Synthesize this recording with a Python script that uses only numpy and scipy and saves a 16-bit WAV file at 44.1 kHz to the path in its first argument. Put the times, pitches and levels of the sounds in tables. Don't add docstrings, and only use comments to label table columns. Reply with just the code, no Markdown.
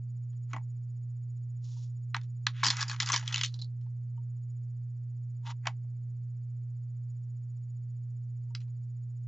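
import sys
import numpy as np
from scipy import signal
from scipy.fft import rfft, irfft, next_fast_len
from scipy.io import wavfile
from scipy.ndimage import uniform_filter1d

SR = 44100
rng = np.random.default_rng(int(sys.argv[2]) if len(sys.argv) > 2 else 0)


def materialize(psi):
    bounded = np.clip(np.atleast_2d(psi).T, -1, 1)
    quanta = np.round(bounded * 32767).astype(np.int16)
    wavfile.write(sys.argv[1], SR, quanta)


N = 408807

# f/Hz, width/Hz, level/dB
BOX_MODES = [(256.9, 61, -3), (630, 120, -11.5), (777.4, 40, -2.5), (783, 56, 1), (940.5, 120, -0.5),
             (1085, 110, -0.5), (1330, 300, -3.5), (1680, 120, -2.5), (1972, 170, -4.5), (2260, 65, -4.5),
             (2500, 270, -8), (3050, 140, -5.5), (3258, 150, -5.5), (3556, 180, -4), (3794, 420, -8),
             (4190, 240, -4.5), (4384, 250, -6.5), (4948, 380, -2.5), (5020, 200, 0), (5520, 420, -6),
             (5883, 550, -5), (6244, 360, -3.5), (6570, 460, -6.5), (6816, 250, -7.5), (7080, 1042, -9.5),
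             (6940, 340, -4.5)]
PART_HZ = [260, 700, 1100, 2200, 4200, 6400]


def amp(db):
    return 10 ** (np.asarray(db) / 20)


def rms_one(x):
    return x / np.sqrt(np.mean(x ** 2) + 1e-30)


def at_hz(points, hz):
    table = np.array(points)
    return np.interp(np.log(hz), np.log(table[:, 0]), table[:, 1])


def band(x, low_hz, high_hz):
    return signal.sosfilt(signal.butter(2, [low_hz, high_hz], "band", fs=SR, output="sos"), x)


def drift(rate):
    knots = rng.standard_normal(int(N / SR * rate) + 2)
    return rms_one(np.interp(np.arange(N) / SR * rate, np.arange(len(knots)), knots))


def grains(shape, per_s, spread_db):
    sizes = amp(spread_db * np.minimum(rng.exponential(1, shape), 4))
    signs = rng.choice([-1, 1], shape)
    return sizes * signs * (rng.random(shape) < per_s / SR)


def box_modes(size):
    # f/Hz, balance/dB
    balance = [(60, -2.0), (100, -2.0), (180, -1.5), (300, -4), (520, -2.5), (880, 5), (1510, 2),
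               (2580, -1.5), (4420, -1.5), (7570, 3)]
    # f/Hz, phase/rad
    phase = [(260, 0.7), (700, 0.2077), (2200, .25), (5000, .2)]
    hz, width, level_db = np.transpose(BOX_MODES)[:, :, None]
    f = np.arange(size // 2 + 1) * SR / size
    resonance = 1j * width * f / (hz ** 2 - f ** 2 + 1j * width * f)
    polarity = (-1) ** np.arange(len(BOX_MODES))[:, None]
    ring = amp(level_db) * resonance * polarity
    small = signal.butter(4, 600, "high", fs=SR, output="sos")
    ring[1:] *= signal.sosfreqz(small, f, fs=SR)[1]
    lean = amp(at_hz(balance, hz) / 2) * np.exp(.5j * at_hz(phase, hz))
    return np.array([ring * lean, ring / lean])


def friction(levels, per_s, clump_db):
    size = 8192
    contacts = grains(N, per_s, spread_db=1.5) * amp(clump_db * drift(90.0))
    response = irfft(box_modes(size)[:, 1:].sum(1), size)[:, :size // 2]
    body = signal.oaconvolve(contacts[None], response, axes=1)[:, :N]
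    parts_hz = [(600, 1200), (1200, 2600), (2600, 4000), (4000, 8000), (880, 980)]
    return sum(level * rms_one(band(band(body, *edges), *edges)) for level, edges in zip(levels, parts_hz))


def knocks(events, modes):
    t, out = np.arange(N) / SR, np.zeros(N)
    for s, event_db in events:
        i = round(s * SR)
        since = t[:min(SR // 2, N - i)]
        swell = 1 - np.exp(-since / 0.0036)
        for hz, mode_db, t60 in modes:
            decay = amp(event_db + mode_db - 60 * since / t60)
            out[i:i + len(since)] += swell * decay * np.sin(2 * np.pi * hz * since)
    return out


def hum():
    # f/Hz, rms level/dB
    partials = [(120.055, -37.5), (360.165, -81.5), (600.275, -90.5)]
    balance_db = -1.9
    t = np.arange(N) / SR
    tone = sum(np.sqrt(2) * amp(db) * np.sin(2 * np.pi * hz * t) for hz, db in partials)
    wander = amp(.25 * drift(1.6) + .25 * drift(12.0))
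    return tone * wander * amp([[balance_db / 2], [-balance_db / 2]])


def hiss():
    # f/Hz, density/dB per Hz
    spectrum = [(25, -9), (60, -5), (100, 2), (170, 5), (200, -2), (221, 6.5), (245, -10.5), (400, -16),
                (700, -23), (1200, -28.5), (2200, -31), (3200, -35.5), (4500, -37.5), (7000, -33),
                (8200, -39.5)]
    # f/Hz, correlation (no unit)
    likeness = [(60, 1), (240, .9), (480, 1), (1900, .93), (3800, 0.57), (7500, 0.98)]
    rms_db = -65.5
    size = next_fast_len(N)
    hz = np.maximum(np.arange(size // 2 + 1) * SR / size, 1)
    mid, side = rfft(rng.standard_normal((2, size))) * amp(at_hz(spectrum, hz))
    alike = np.clip(at_hz(likeness, hz), 0, 1)
    both = np.sqrt(1 + alike) * mid + np.sqrt(1 - alike) * side * [[1], [-1]]
    return amp(rms_db) * rms_one(irfft(both, size)[:, :N])


def motor():
    # t/s, level/dB
    whine_levels = [(0, -74.5), (.4, -66), (.8, -71), (2.35, -69.5), (3.6, -83), (4.05, -82), (4.5, -68.5),
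                    (4.8, -80.5), (5.4, -74), (5.8, -79), (7.04, -77), (7.1, -66), (7.17, -73),
                    (7.7, -71.5), (8.05, -75.5), (9.27, -72.5)]
    step_s, first_step_s, whine_hz = 1 / 15, .012, 2276
    sag, sag_s = .03, .012
    lower_follows, clack_follows = 0.17, .3
    fade_db_per_s = 200
    clack_db = -83.5
    t = np.arange(N) / SR
    whine_db = np.interp(t, *np.transpose(whine_levels))
    since = (t - first_step_s) % step_s
    step = ((t - first_step_s) // step_s).astype(int) + 1
    luck = rng.normal(0, 1, (step[-1] + 1, 3))[step].T

    sharp = sag * np.cumsum(np.exp(-since / sag_s)) / SR
    turn = 2 * np.pi * whine_hz * (t + sharp) + .4 * drift(60.0)
    swell_s = [0, .008, .015, .023, .028, .031, .045, .055]
    swell_db = np.interp(since, swell_s, [-23.5, -16.5, -9, 2.5, 1.5, -11, -20.5, -32.0])
    third = amp(whine_db + swell_db + 1.3 * luck[0]) * np.sin(3 * turn)

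    driven = uniform_filter1d((since < .028) * 1., size=80)
    lower_gain = amp(lower_follows * (whine_db + 75.5) - fade_db_per_s * (since - 0.0289))
    second = amp(-92.5 + 1.1 * luck[1]) * np.sin(2 * turn)
    first = amp(-94.5) * np.sin(turn)
    lower = driven * lower_gain * (second + first)

    puff_db = np.interp(since, [.012, .022, .03, .04, .048], [-22, -7, 2, -3, -22])
    bright = rms_one(band(rng.standard_normal(N), 5100, 8400))
    clack = amp(clack_db + clack_follows * (whine_db + 74) + puff_db + 1.2 * luck[2]) * bright
    return third + lower + clack


def taps(size=8192, tail_t60=.095):
    # t/s, peak level/dB before panning, where, favoured ring f/Hz,
    # brightness/dB per octave, rattling tail level/dB
    tap_list = [(0.328, -65, "mat", 594, -3, -15), (0.531, -27.5, "work", 1075, 2, -23),
                (0.543, -40, "work", 813, -9, -21), (0.562, -32.5, "work", 1050, 1.5, -28),
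                (0.571, -41.5, "work", 850, -1, -26), (0.58, -45, "work", 1000, -0.5, -32),
                (0.606, -61, "work", 980, -9.5, -16), (2.144, -16, "wall", 1860, -0.5, -23.5),
                (2.164, -26, "heap", 2460, -5, -32), (2.212, -46.5, "rim", 608, -3, -23),
                (2.232, -56.5, "mat", 605, 4, -14.5), (2.466, -10.5, "wall", 3990, 3.5, -29),
                (2.631, -14, "wall", 1105, -2.5, -30), (2.636, -18, "heap", 4030, 1.5, -17),
                (2.644, -16, "heap", 4920, -2, -20.5), (2.654, -18, "heap", 5050, -2, -24),
                (2.664, -15, "heap", 4980, 1.5, -17), (2.665, -19.5, "heap", 1680, -4, -19.5),
                (2.674, -16.5, "heap", 4360, 7.5, -21.5), (2.682, -17, "heap", 4300, 0, -24),
                (2.701, -13, "heap", 4260, 1, -20), (2.706, -20, "heap", 4080, 0.5, -25.5),
                (2.722, -34, "heap", 4950, -1, -26.5), (2.735, -36, "floor", 1610, 0.5, -13.5),
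                (2.767, -24.5, "floor", 1310, -1, -18), (2.798, -33.5, "floor", 1640, 1, -11),
                (2.807, -22, "heap", 5020, 2.5, -15), (2.811, -22.5, "heap", 1710, -0.5, -10.5),
                (2.826, -18.5, "floor", 4900, -0.5, -33.5), (2.834, -29, "heap", 2460, -1.5, -44),
                (2.88, -31.5, "heap", 5000, 8, -15), (2.895, -24.5, "heap", 4220, -0.5, -17),
                (2.912, -26.5, "heap", 1660, 0, -20), (2.929, -33, "floor", 1110, -0.5, -22.5),
                (2.961, -36, "rim", 1220, -6.5, -30.5), (3, -15, "rim", 1880, 0, -21.5),
                (3.021, -21, "floor", 3420, 0, -29.5), (3.028, -20.5, "heap", 4800, -3, -24),
                (3.059, -25.5, "heap", 4930, 6.5, -21.5), (3.071, -25.5, "floor", 1340, -1, -14),
                (3.087, -21.5, "floor", 1280, 0, -23), (3.098, -21.5, "heap", 1130, -4.5, -19.5),
                (3.118, -15.5, "heap", 6000, 2, -21), (3.129, -17.5, "heap", 1940, -0.5, -22),
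                (3.134, -18.5, "heap", 2100, -4, -5.5), (3.14, -17.5, "heap", 5100, 0.5, -26),
                (3.16, -14, "heap", 5320, 1.5, -21), (3.175, -23.5, "floor", 1700, 3, -26.5),
                (3.194, -32.5, "floor", 1650, -0.5, -26.5), (3.226, -40.5, "heap", 3150, -9, -20),
                (3.276, -22.5, "rim", 3350, 0, -22), (3.323, -27, "heap", 3290, 1, -14),
                (3.342, -16, "rim", 2900, -2.5, -24), (3.358, -18, "rim", 2820, -1, -29.5),
                (3.369, -25, "rim", 3700, 0, -22.5), (3.378, -21.5, "rim", 3684, 1.5, -19.5),
                (3.389, -31, "rim", 3270, -3.5, -14), (3.411, -15.5, "rim", 3030, -2, -28),
                (3.433, -16.5, "rim", 3000, 2, -20.5), (3.445, -20.5, "rim", 3850, 2, -20.5),
                (3.459, -25.5, "rim", 4170, 8, -38), (3.478, -43.5, "hand", 3950, 1, -18),
                (3.54, -35, "hand", 4100, -1, -25.5), (3.589, -43.5, "hand", 4110, -3.5, -17),
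                (3.614, -35.5, "hand", 4140, 2.5, -22), (3.619, -33, "hand", 4080, -0.5, -21.5),
                (3.643, -42, "hand", 4220, -3.5, -27), (3.81, -63.5, "mat", 623, 3.5, -14),
                (3.86, -64, "mat", 842, -5.5, -13.5), (5.654, -34.5, "tool", 1700, -2.5, -17.5),
                (5.669, -19.5, "tool", 766, -2, -30), (5.68, -32, "tool", 1245, -3.5, -30.5),
                (8.549, -27, "rim", 4900, -2, -25), (8.602, -54.5, "rim", 600, 0, -12),
                (8.614, -55, "rim", 610, -1.5, -17), (8.677, -67, "mat", 2303, -1, -11)]
    spots = {"mat": (-9.5, -19, -12, -16, -12.5, -17.5), "work": (-12, -3.5, -10.5, -8, -31.5, -27.5),
             "floor": (-36.5, -27, -10, -12.5, -9.5, -9.5), "heap": (-40.5, -27, -21, -16, -13.5, -15),
             "rim": (-38, -44.5, -27, -14, -12, -15), "wall": (-43, -20.5, -12, -13.5, -16.5, -29.5),
             "tool": (-37, -9, -16.5, -8, -17, -18.5), "hand": (-22.5, -31.5, -41.5, -37, -10, -22)}
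    held, chatter_t60 = .001, .011
    delay_s = .001
    pan_spread_db = 1
    lead = 256
    out, modes, t = np.zeros((2, N + size)), box_modes(size), np.arange(size // 2) / SR
    hz = np.maximum(np.arange(size // 2 + 1) * SR / size, 1)
    dying = np.maximum(t - held, 0)
    octaves = np.log2(np.maximum(PART_HZ, 700) / 2200)
    for s, peak_db, where, ring_hz, bright_db, tail_db in tap_list:
        chatter = rms_one(grains(len(t), per_s=5200.0, spread_db=5.5)) * amp(-60 * dying / chatter_t60)
        tail = signal.lfilter([1], [1, -0.43], rng.standard_normal(len(t)))
        blow = 0.19 * chatter + tail * amp(tail_db - 60 * dying / tail_t60)
        blow[0] += 2.8

        ring_db = 7.8 * np.exp(-(np.log(hz / ring_hz) / 0.1245) ** 2)
        parts_db = spots[where] + bright_db * octaves
        colour = amp(at_hz(list(zip(PART_HZ, parts_db)), hz) + ring_db)
        common_db = rng.normal(0, 2.2, len(BOX_MODES))
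        port_db = 0.85 * rng.standard_normal((2, len(BOX_MODES)))
        body = np.einsum("pm,pmb->pb", amp(common_db + port_db), modes)

        sound = np.roll(irfft(rfft(blow, size) * body * colour, size), lead, axis=1)
        pan_db = pan_spread_db * rng.standard_normal()
        sound *= amp(peak_db) / np.abs(sound.mean(0)).max() * amp([[pan_db / 2], [-pan_db / 2]])
        i = round((s + delay_s) * SR) - lead
        out[:, i:i + size] += sound
    return out[:, :N]


def rubs():
    # start t/s, rise t/s, hold t/s, fall t/s,
    # level/dB in box floor, walls, dividers, beads, table
    slides = [(0.473, 0.04, 0.01, .012, -72, -64.5, -71.5, -72, -80),
              (1.603, 0.043, 0.2, 0.11, -85.5, -89, -74, -65, -95.5),
              (2.504, .06, 0.079, .004, -85, -55.5, -57, -65.5, -99),
              (3.496, 0.028, 0.044, .03, -79, -80, -76, -71, -99),
              (5.429, 0.047, 0.036, 0.034, -49, -53, -51, -55, -46.5),
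              (5.615, .035, 0, 0.0097, -75, -61, -80, -79.5, -78)]
    swell_db = 33.5
    t, levels = np.arange(N) / SR, np.zeros((5, N))
    for s, rise, hold, fall, *parts_db in slides:
        corners = s + np.cumsum([0, rise, hold, fall])
        stroke = amp(np.interp(t, corners, [-swell_db, 0, 0, -swell_db], -200, -200))
        levels += amp(parts_db)[:, None] * stroke
    return friction(levels, per_s=3900.0, clump_db=2.0)


def thuds():
    # t/s, level/dB before mode level and panning
    events = [(0.533, -47), (0.565, -51), (2.16, -59.5), (2.464, -50), (2.631, -49), (2.662, -39),
              (2.682, -37.5), (3.02, -47), (3.096, -66), (3.342, -55)]
    # f/Hz, level/dB, t60/s
    modes = [(205, 2.5, .05), (269, -0.5, 0.07)]
    return knocks(events, modes) * amp([[-2.5], [2.5]])


def table_knocks():
    # t/s, level/dB before mode level
    events = [(1.765, -63.5), (4.175, -58), (8.504, -64)]
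    # f/Hz, level/dB, t60/s
    modes = [(934, 5.5, 0.082), (1190, -4.5, 0.044), (3020, -6, .025)]
    return knocks(events, modes)


def rolls():
    # t/s, level/dB before colour, brightness/dB per octave
    course = [(2.64, -51.5, -0.5), (2.72, -47.5, 0), (2.822, -43.5, 1), (2.85, -57, -1),
              (2.89, -47.5, -1.5), (2.935, -49, 3), (2.95, -59.5, -3), (2.99, -61, -2), (3.08, -48, 0.5),
              (3.126, -48.5, 0.5), (3.248, -59, 3), (3.382, -56, -5.5), (3.442, -62, 15), (3.5, -90, -2)]
    # level/dB in box floor, walls, dividers, beads
    colour_db = [-9, 0.5, -5, -4.5]
    t = np.arange(N) / SR
    s, db, bright_db = np.transpose(course)
    octaves = np.log2(np.array(PART_HZ[2:]) / 2200)[:, None]
    level_db = np.interp(t, s, db, -200, -200) + octaves * np.interp(t, s, bright_db)
    return friction(amp(level_db + np.array(colour_db)[:, None]), per_s=2530.0, clump_db=4.0)


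def scene():
    steady = hum() + hiss() + motor()
    contacts = taps() + rubs() + thuds() + table_knocks() + rolls()
    return steady + contacts


def record(dry):
    self_noise_db, cutoff_hz = -101, 8300
    soft = signal.sosfilt(signal.butter(5, 7500, fs=SR, output="sos"), dry)
    noisy = soft + amp(self_noise_db) * rng.standard_normal(dry.shape)
    return signal.sosfilt(signal.cheby2(18, 55, cutoff_hz, fs=SR, output="sos"), noisy)


dry = scene()
out = record(dry)
materialize(out)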